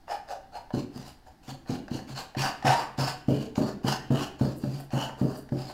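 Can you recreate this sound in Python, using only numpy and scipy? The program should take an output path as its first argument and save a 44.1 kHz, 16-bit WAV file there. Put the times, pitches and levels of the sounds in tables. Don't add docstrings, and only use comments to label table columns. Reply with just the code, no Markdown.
import sys
import numpy as np
from scipy import signal
from scipy.fft import rfft, irfft, next_fast_len
from scipy.io import wavfile
from scipy.ndimage import uniform_filter1d, map_coordinates

SR = 44100
rng = np.random.default_rng(int(sys.argv[2]) if len(sys.argv) > 2 else 0)


def wrap_up_sound(samples):
    columns = np.atleast_2d(samples).T
    tamed = np.clip(columns, -1, 1)
    steps = np.round(tamed * 32767).astype(np.int16)
    wavfile.write(sys.argv[1], SR, steps)


N = 252693

# f/Hz, level/dB
ROOM_TONE = [(20, 13), (120, 4.5), (320, 2.5), (480, -17.5), (780, 1), (1200, -14), (1700, -10.5),
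             (2400, -21), (4800, -17.5), (7000, -27), (15500, -30)]
# f/Hz, level/dB
RUMBLE = [(10, -12), (38, -10), (70, -9), (200, -53), (1000, -100)]
# t/s, attack/s, length/s, hiss level/dB, rasp re hiss/dB, rubbing tone/Hz, steel ring/Hz
DRAGS = [(0.069, 0.12, 0.095, -45, 16, 790, 5240), (0.274, 0.024, .082, -51, 18.5, 707, 5050),
         (0.517, 0.095, 0.077, -49, 16.5, 806, 4300), (0.723, 0.046, 0.1, -49.5, 2.5, 660, 4300),
         (0.909, 0.1, .21, -54.5, 3, 940, 4830), (1.252, 0.015, 0.055, -65.5, 12.5, 840, 4900),
         (1.424, 0.023, .075, -60.5, 2, 776, 4200), (1.467, 0.038, 0.061, -44.5, 0.5, 790, 4360),
         (1.662, 0.09, 0.11, -46, 6.5, 784, 4200), (1.897, 0.05, 0.11, -49.5, -1, 732, 4300),
         (2.070, 0.046, 0.072, -46.5, 2.5, 745, 4540), (2.145, 0.046, .088, -40.5, 3.5, 840, 4170),
         (2.363, 0.1, 0.088, -31, 1, 755, 5500), (2.426, 0.04, 0.077, -34.5, 7, 896, 4700),
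         (2.635, 0.064, 0.12, -33.5, 14, 865, 5300), (2.751, 0.055, 0.096, -41.5, 11.5, 1080, 4800),
         (2.97, 0.073, 0.15, -37, 3, 898, 5170), (3.269, 0.028, 0.21, -52.5, 1.5, 607, 3030),
         (3.551, .03, 0.059, -45.5, 7, 640, 6840), (3.600, 0.029, 0.12, -51.5, 9.5, 630, 4600),
         (3.83, 0.087, 0.12, -35.5, 3.5, 790, 5020), (4.098, 0.12, 0.16, -39.5, 5.5, 750, 3000),
         (4.385, 0.017, 0.16, -54, 8.5, 640, 4500), (4.588, .04, 0.25, -56.5, 2.5, 720, 4760),
         (4.905, 0.083, 0.17, -42.5, 7, 840, 2950), (5.170, 0.025, 0.24, -57, 9, 630, 4760),
         (5.490, 0.14, .25, -53.5, 6.5, 794, 4860)]
# f/Hz, level/dB
WEAVE_RASP = [(200, -71), (420, -6), (600, -5), (820, 4.5), (1050, 4.5), (1350, 0.5), (1750, -6),
              (2150, -22), (3500, -55.5), (9000, -101)]
# f/Hz, width/Hz, level/dB
EDGE_MODES = [(622, 39, -7.5), (750, 3.3, -17), (759.8, 15.6, 9.5), (890, 1.9, 9.5), (1060, 2.2, -55.5),
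              (1513, 23.5, -1.5), (1725, 210, -11.5)]
# f/Hz, level/dB
PAINT_HISS = [(1200, -8.5), (2000, -5), (2450, -2), (2900, 2.5), (3300, -4.5), (3750, -5.5), (4300, 0),
              (4850, -0.5), (5500, -4.5), (6300, -7.5), (7200, -6.5), (8300, -20), (10500, -26),
              (16000, -50)]
# f/Hz, level/dB
WET_FIZZ = [(2000, -41), (5000, -8), (7500, 11), (9500, 13), (11500, 11), (14000, 12), (16000, 4.5)]
# t/s, level/dB, bright snap re level/dB
TOUCHES = [(0.080, -23, -41), (0.522, -41.5, -32), (0.705, -25, -18), (1.266, -39, -20),
           (1.660, -33.5, -17), (1.881, -26, -10.5), (1.990, -24.5, -17), (2.349, -21.5, -18),
           (2.625, -26, -3), (3.556, -42.5, 15.5), (4.800, -27, -36), (4.905, -40, 2), (5.093, -19.5, -31),
           (5.490, -32.5, -8.5), (5.698, -24, -25)]
# t/s, level/dB
FLICKS = [(0.578, -75), (1.083, -61.5), (3.583, -57), (4.580, -58.5), (4.802, -55.5), (5.380, -56.5)]
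# t/s, level/dB, drum tone offset/dB, overtone offset/dB
PRESSES = [(0.7403, -21.5, -8, -5.5), (0.962, -32, -13, -31), (1.4833, -39, 2.5, -2.5),
           (1.6978, -23, -29, -9.5), (1.9165, -23.5, -13, -12), (2.1035, -36.5, -2, -9),
           (2.3701, -25.5, -3.5, -2.5), (2.6488, -22.5, -1.5, -6.5), (2.9859, -25, 4, -6.5),
           (3.2856, -16, -5.5, -4), (3.5805, -17.5, -13, -3.5), (3.8476, -19.5, -5, -10.5),
           (4.1068, -17.5, -4.5, -8.5), (4.4129, -16.5, -7.5, -13), (4.6386, -23, 1.5, -10.5),
           (4.9358, -23, 2, -5), (5.216, -17.5, -7, -9), (5.5227, -22, -3.5, -7.5)]
# f/Hz, level/dB, t60/s
CANVAS_MODES = [(230, 1, 0.091), (278.9, -3.5, 0.24), (339, -10.5, 0.64), (479.5, -10.5, 0.14),
                (559.4, -4.5, 0.23), (640, -16.5, 0.089)]
# f/Hz, level/dB
CLOTH_FLAP = [(120, -43), (300, -8.5), (430, 6), (620, -4.5), (900, -13), (2000, -39.5)]
# delay/s, relative gain
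NEAR_ECHOES = [(.0085, 0.61), (0.0212, 0.15), (0.037, 1)]
# f/Hz, t60/s
ROOM_DECAY = [(100, 0.26), (260, 0.72), (800, 0.41), (2000, 0.58), (5000, 0.39), (14000, 0.39)]
# f/Hz, width/Hz, level/dB
ROOM_MODES = [(72.7, 1.3, 20), (250, 8, -5), (325, 6.2, 1), (346, 2.2, -15)]

LIGHT_DB, FIRM_DB = -50, -20


def amp(db):
    return 10 ** (np.asarray(db) / 20)


def unit(x):
    return x / np.sqrt(np.mean(x ** 2) + 1e-20)


def along(points, hz):
    f, v = np.transpose(points)
    return np.interp(np.log(hz + 1), np.log(f + 1), v)


def wobble(rate):
    return map_coordinates(rng.standard_normal(4096), [np.arange(N) * rate / SR], mode="wrap")


def filtered(x, response):
    size = 2 * next_fast_len((N + SR) // 2)
    return irfft(rfft(x, size) * response(np.fft.rfftfreq(size, 1 / SR)), size)[:N]


def colour(points, hz):
    cepstrum = irfft(np.log(amp(along(points, hz))))
    cepstrum[1:len(cepstrum) // 2] *= 2
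    cepstrum[len(cepstrum) // 2 + 1:] = 0
    return np.exp(rfft(cepstrum))


def resonance(hz, centre, width):
    return 1j * hz * width / (centre * centre - hz * hz + 1j * hz * width)


def resonances(modes, hz):
    return sum(amp(db) * resonance(hz, centre, width) for centre, width, db in modes)


def add(track, s, sound):
    part = track[max(round(s * SR), 0):][:len(sound)]
    part += sound[:len(part)]


def room_tone():
    tone = unit(filtered(rng.standard_normal(N), lambda hz: amp(along(ROOM_TONE, hz))))
    rumble = unit(filtered(rng.standard_normal(N), lambda hz: amp(along(RUMBLE, hz))))
    return amp(-57) * tone + amp(-63) * rumble


def edge_on_cloth(hz):
    broad = colour(WEAVE_RASP, hz)
    return broad + resonances(EDGE_MODES, hz) * broad / np.abs(broad)


def catches(size, rate, spread_db):
    slips = rng.random(size) < rate / SR
    signs = rng.choice([-1, 1], size)
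    return unit(slips * signs * amp(spread_db * np.clip(rng.standard_normal(size), -2, 2)))


def hollow_weave(hz, centre, width, db):
    return 1 + amp(db) * resonance(hz, centre, width) * centre / (1j * hz + 1)


def hiss_flicker(x, depth_db):
    spectra = signal.stft(x, nperseg=512)[2]
    patches = uniform_filter1d(rng.standard_normal(spectra.shape), size=5, axis=0)
    patches = uniform_filter1d(patches, size=9, axis=1)
    return signal.istft(spectra * amp(depth_db * unit(patches)), nperseg=512)[1][:len(x)]


def scrapes(size=16384, release_s=0.046, rub_glide=0.096, wetting_db_per_s=13):
    t, hz = np.arange(size) / SR, np.fft.rfftfreq(size, 1 / SR)
    rasp, hiss, fizz = edge_on_cloth(hz), colour(PAINT_HISS, hz), colour(WET_FIZZ, hz)
    out = np.zeros(N)
    for s, attack, length, hiss_db, rasp_db, rub_hz, steel_hz in DRAGS:
        speed = np.sin(np.pi / 2 * np.clip(np.minimum(t / attack, (length - t) / release_s), 0, 1))
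        progress = np.clip(t / length, 0, 1)
        weave = rfft(catches(size, rate=2200, spread_db=0))
        crackle = catches(size, rate=3200, spread_db=2.5)
        paint = weave + rfft(0.74 * crackle + 0.5 * rng.standard_normal(size))
        cutoff_hz = 2200 * amp(2.9 * (hiss_db + rasp_db + 32.5))
        body = weave * rasp / (1 + 1j * hz / cutoff_hz)
        hollow_db = 5 + 1.24 * (rasp_db - 10) - 0.14 * (hiss_db - LIGHT_DB)
        early = irfft(body * hollow_weave(hz, rub_hz * (1 - rub_glide), width=120, db=hollow_db))
        late = irfft(body * hollow_weave(hz, rub_hz * (1 + rub_glide), width=120, db=hollow_db))
        rub = unit(early * (1 - progress) + late * progress)
        steel = irfft(paint * hiss * (1 + amp(2) * resonance(hz, steel_hz, width=330)))
        steel = unit(hiss_flicker(steel, depth_db=3.2))
        fizz_db = -13 + 0.54 * np.clip(LIGHT_DB - hiss_db, 0, 7)
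        wet = amp(fizz_db) * unit(irfft(paint * fizz))
        bite = amp(rasp_db - wetting_db_per_s * t) * speed ** 0.91
        add(out, s, amp(hiss_db) * (bite * rub + speed * (steel + wet)))
    judder_db = 3 * np.tanh(wobble(rate=45))
    flutter_db = 1.57 * wobble(rate=260)
    return out * amp(0.19 + judder_db + flutter_db)


def ticks(ping_hz=1720, ping_t60=0.022, chatter_t60=0.034, slap_t60=0.009):
    t = np.arange(SR // 20) / SR
    knocks, snaps, pings = np.zeros((3, N))
    for s, db, snap_db in TOUCHES:
        chatter = rng.standard_normal(len(t)) * amp(-60 * t / chatter_t60)
        ping = np.sin(2 * np.pi * ping_hz * (1 + rng.normal(0, 0.039)) * t)
        add(pings, s, amp(db - 8 + 0.35 * snap_db - 60 * t / ping_t60) * ping)
        add(knocks, s, amp(db + 10.5) * ((t == 0) + 0.18 * chatter))
        add(snaps, s, amp(db + snap_db - 5.5) * chatter)
    for s, db, *_ in PRESSES:
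        slap = rng.standard_normal(len(t)) * amp(-60 * t / slap_t60)
        add(knocks, s, amp(db - 5.5) * slap)
        add(snaps, s, amp(db - 24.5) * slap)
    knocks = filtered(knocks, lambda hz: edge_on_cloth(hz) * hollow_weave(hz, 810, width=320, db=6))
    snaps = filtered(snaps, lambda hz: colour(PAINT_HISS, hz))
    return pings + knocks + snaps


def peels(half_length_s=0.019):
    t = np.arange(N) / SR
    envelope = sum(amp(db) * np.exp(-((t - s) / half_length_s) ** 2) for s, db in FLICKS)
    threads = catches(N, rate=1400, spread_db=-7)
    return envelope * unit(filtered(threads, lambda hz: colour(WET_FIZZ, hz)))


def dabs(puff_hz=206, drum_hz=135, drum_t60=0.19, press_s=0.06):
    t = np.arange(SR * 3 // 4) / SR
    cycles = puff_hz * t - 1
    puff = np.cos(2 * np.pi * cycles) * np.exp(-((cycles - 0.12) / 0.5) ** 2)
    out = np.zeros(N)
    for s, db, drum_db, overtone_db in PRESSES:
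        add(out, s - 1 / puff_hz, amp(db + 3.5) * puff)
        stretch = 0.126 * amp(0.81 * (db - FIRM_DB))
        phase_per_hz = 2 * np.pi * np.cumsum(1 + stretch * (1 - np.exp(-t / press_s))) / SR
        ring = np.zeros(len(t))
        for hz, mode_db, t60 in CANVAS_MODES:
            decay = amp(mode_db + rng.normal(0, 3.2) - 60 * t / t60)
            ring += decay * np.cos(hz * (1 + rng.normal(0, 0.0616)) * phase_per_hz)
        add(out, s, amp(db + overtone_db - 5) * ring * (1 - np.exp(-t / 0.00083)))
        swell_s = 0.0083 * amp(0.48 * (drum_db + 3.5))
        drum = np.cos(2 * np.pi * drum_hz * (1 + rng.normal(0, 0.0099)) * t)
        add(out, s, amp(db + drum_db + 2.5 - 60 * t / drum_t60) * drum * (1 - np.exp(-t / swell_s)))
    return out


def flaps(t60=0.22, rise_s=0.0021):
    t = np.arange(SR // 4) / SR
    envelope = np.zeros(N)
    for s, db, *_ in PRESSES:
        flap_db = db - 17 + 0.39 * (db - FIRM_DB)
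        add(envelope, s, amp(flap_db - 60 * t / t60) * (1 - np.exp(-t / rise_s)))
    return envelope * unit(filtered(rng.standard_normal(N), lambda hz: colour(CLOTH_FLAP, hz)))


def studio(x, tail_db, echoes_db, pose_s=0.3, build_s=0.0055):
    out = x.copy()
    for delay, gain in NEAR_ECHOES:
        add(out, delay, amp(echoes_db) * gain * x)
    noise = rng.standard_normal((int(N / SR / pose_s) + 2, SR // 2))
    hz, t, spectra = signal.stft(noise, SR, nperseg=256)
    wall_loss_db = 0.00021 * hz[:, None]
    decay = amp(-60 * t / along(ROOM_DECAY, hz)[:, None] - wall_loss_db)
    tails = signal.istft(spectra * decay * (1 - np.exp(-t / build_s)), SR, nperseg=256)[1]
    step = round(pose_s * SR)
    for start, tail in zip(range(0, N, step), tails):
        answer = signal.fftconvolve(x[start:start + step], tail / np.linalg.norm(tail))
        add(out, start / SR, amp(tail_db) * answer)
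    return out


def scene():
    knife = studio(scrapes() + peels() + ticks(), tail_db=-6.5, echoes_db=-9.5)
    thumps = dabs() + flaps()
    canvas = studio(thumps, tail_db=-2.5, echoes_db=-5)
    boom = filtered(thumps, lambda hz: resonances(ROOM_MODES, hz))
    return (knife + canvas + amp(-8.5) * boom + room_tone())[None]


def record(dry):
    top_hz = 15800
    return filtered(dry[0], lambda hz: hz < top_hz)[None]


dry = scene()
out = record(dry)
wrap_up_sound(out)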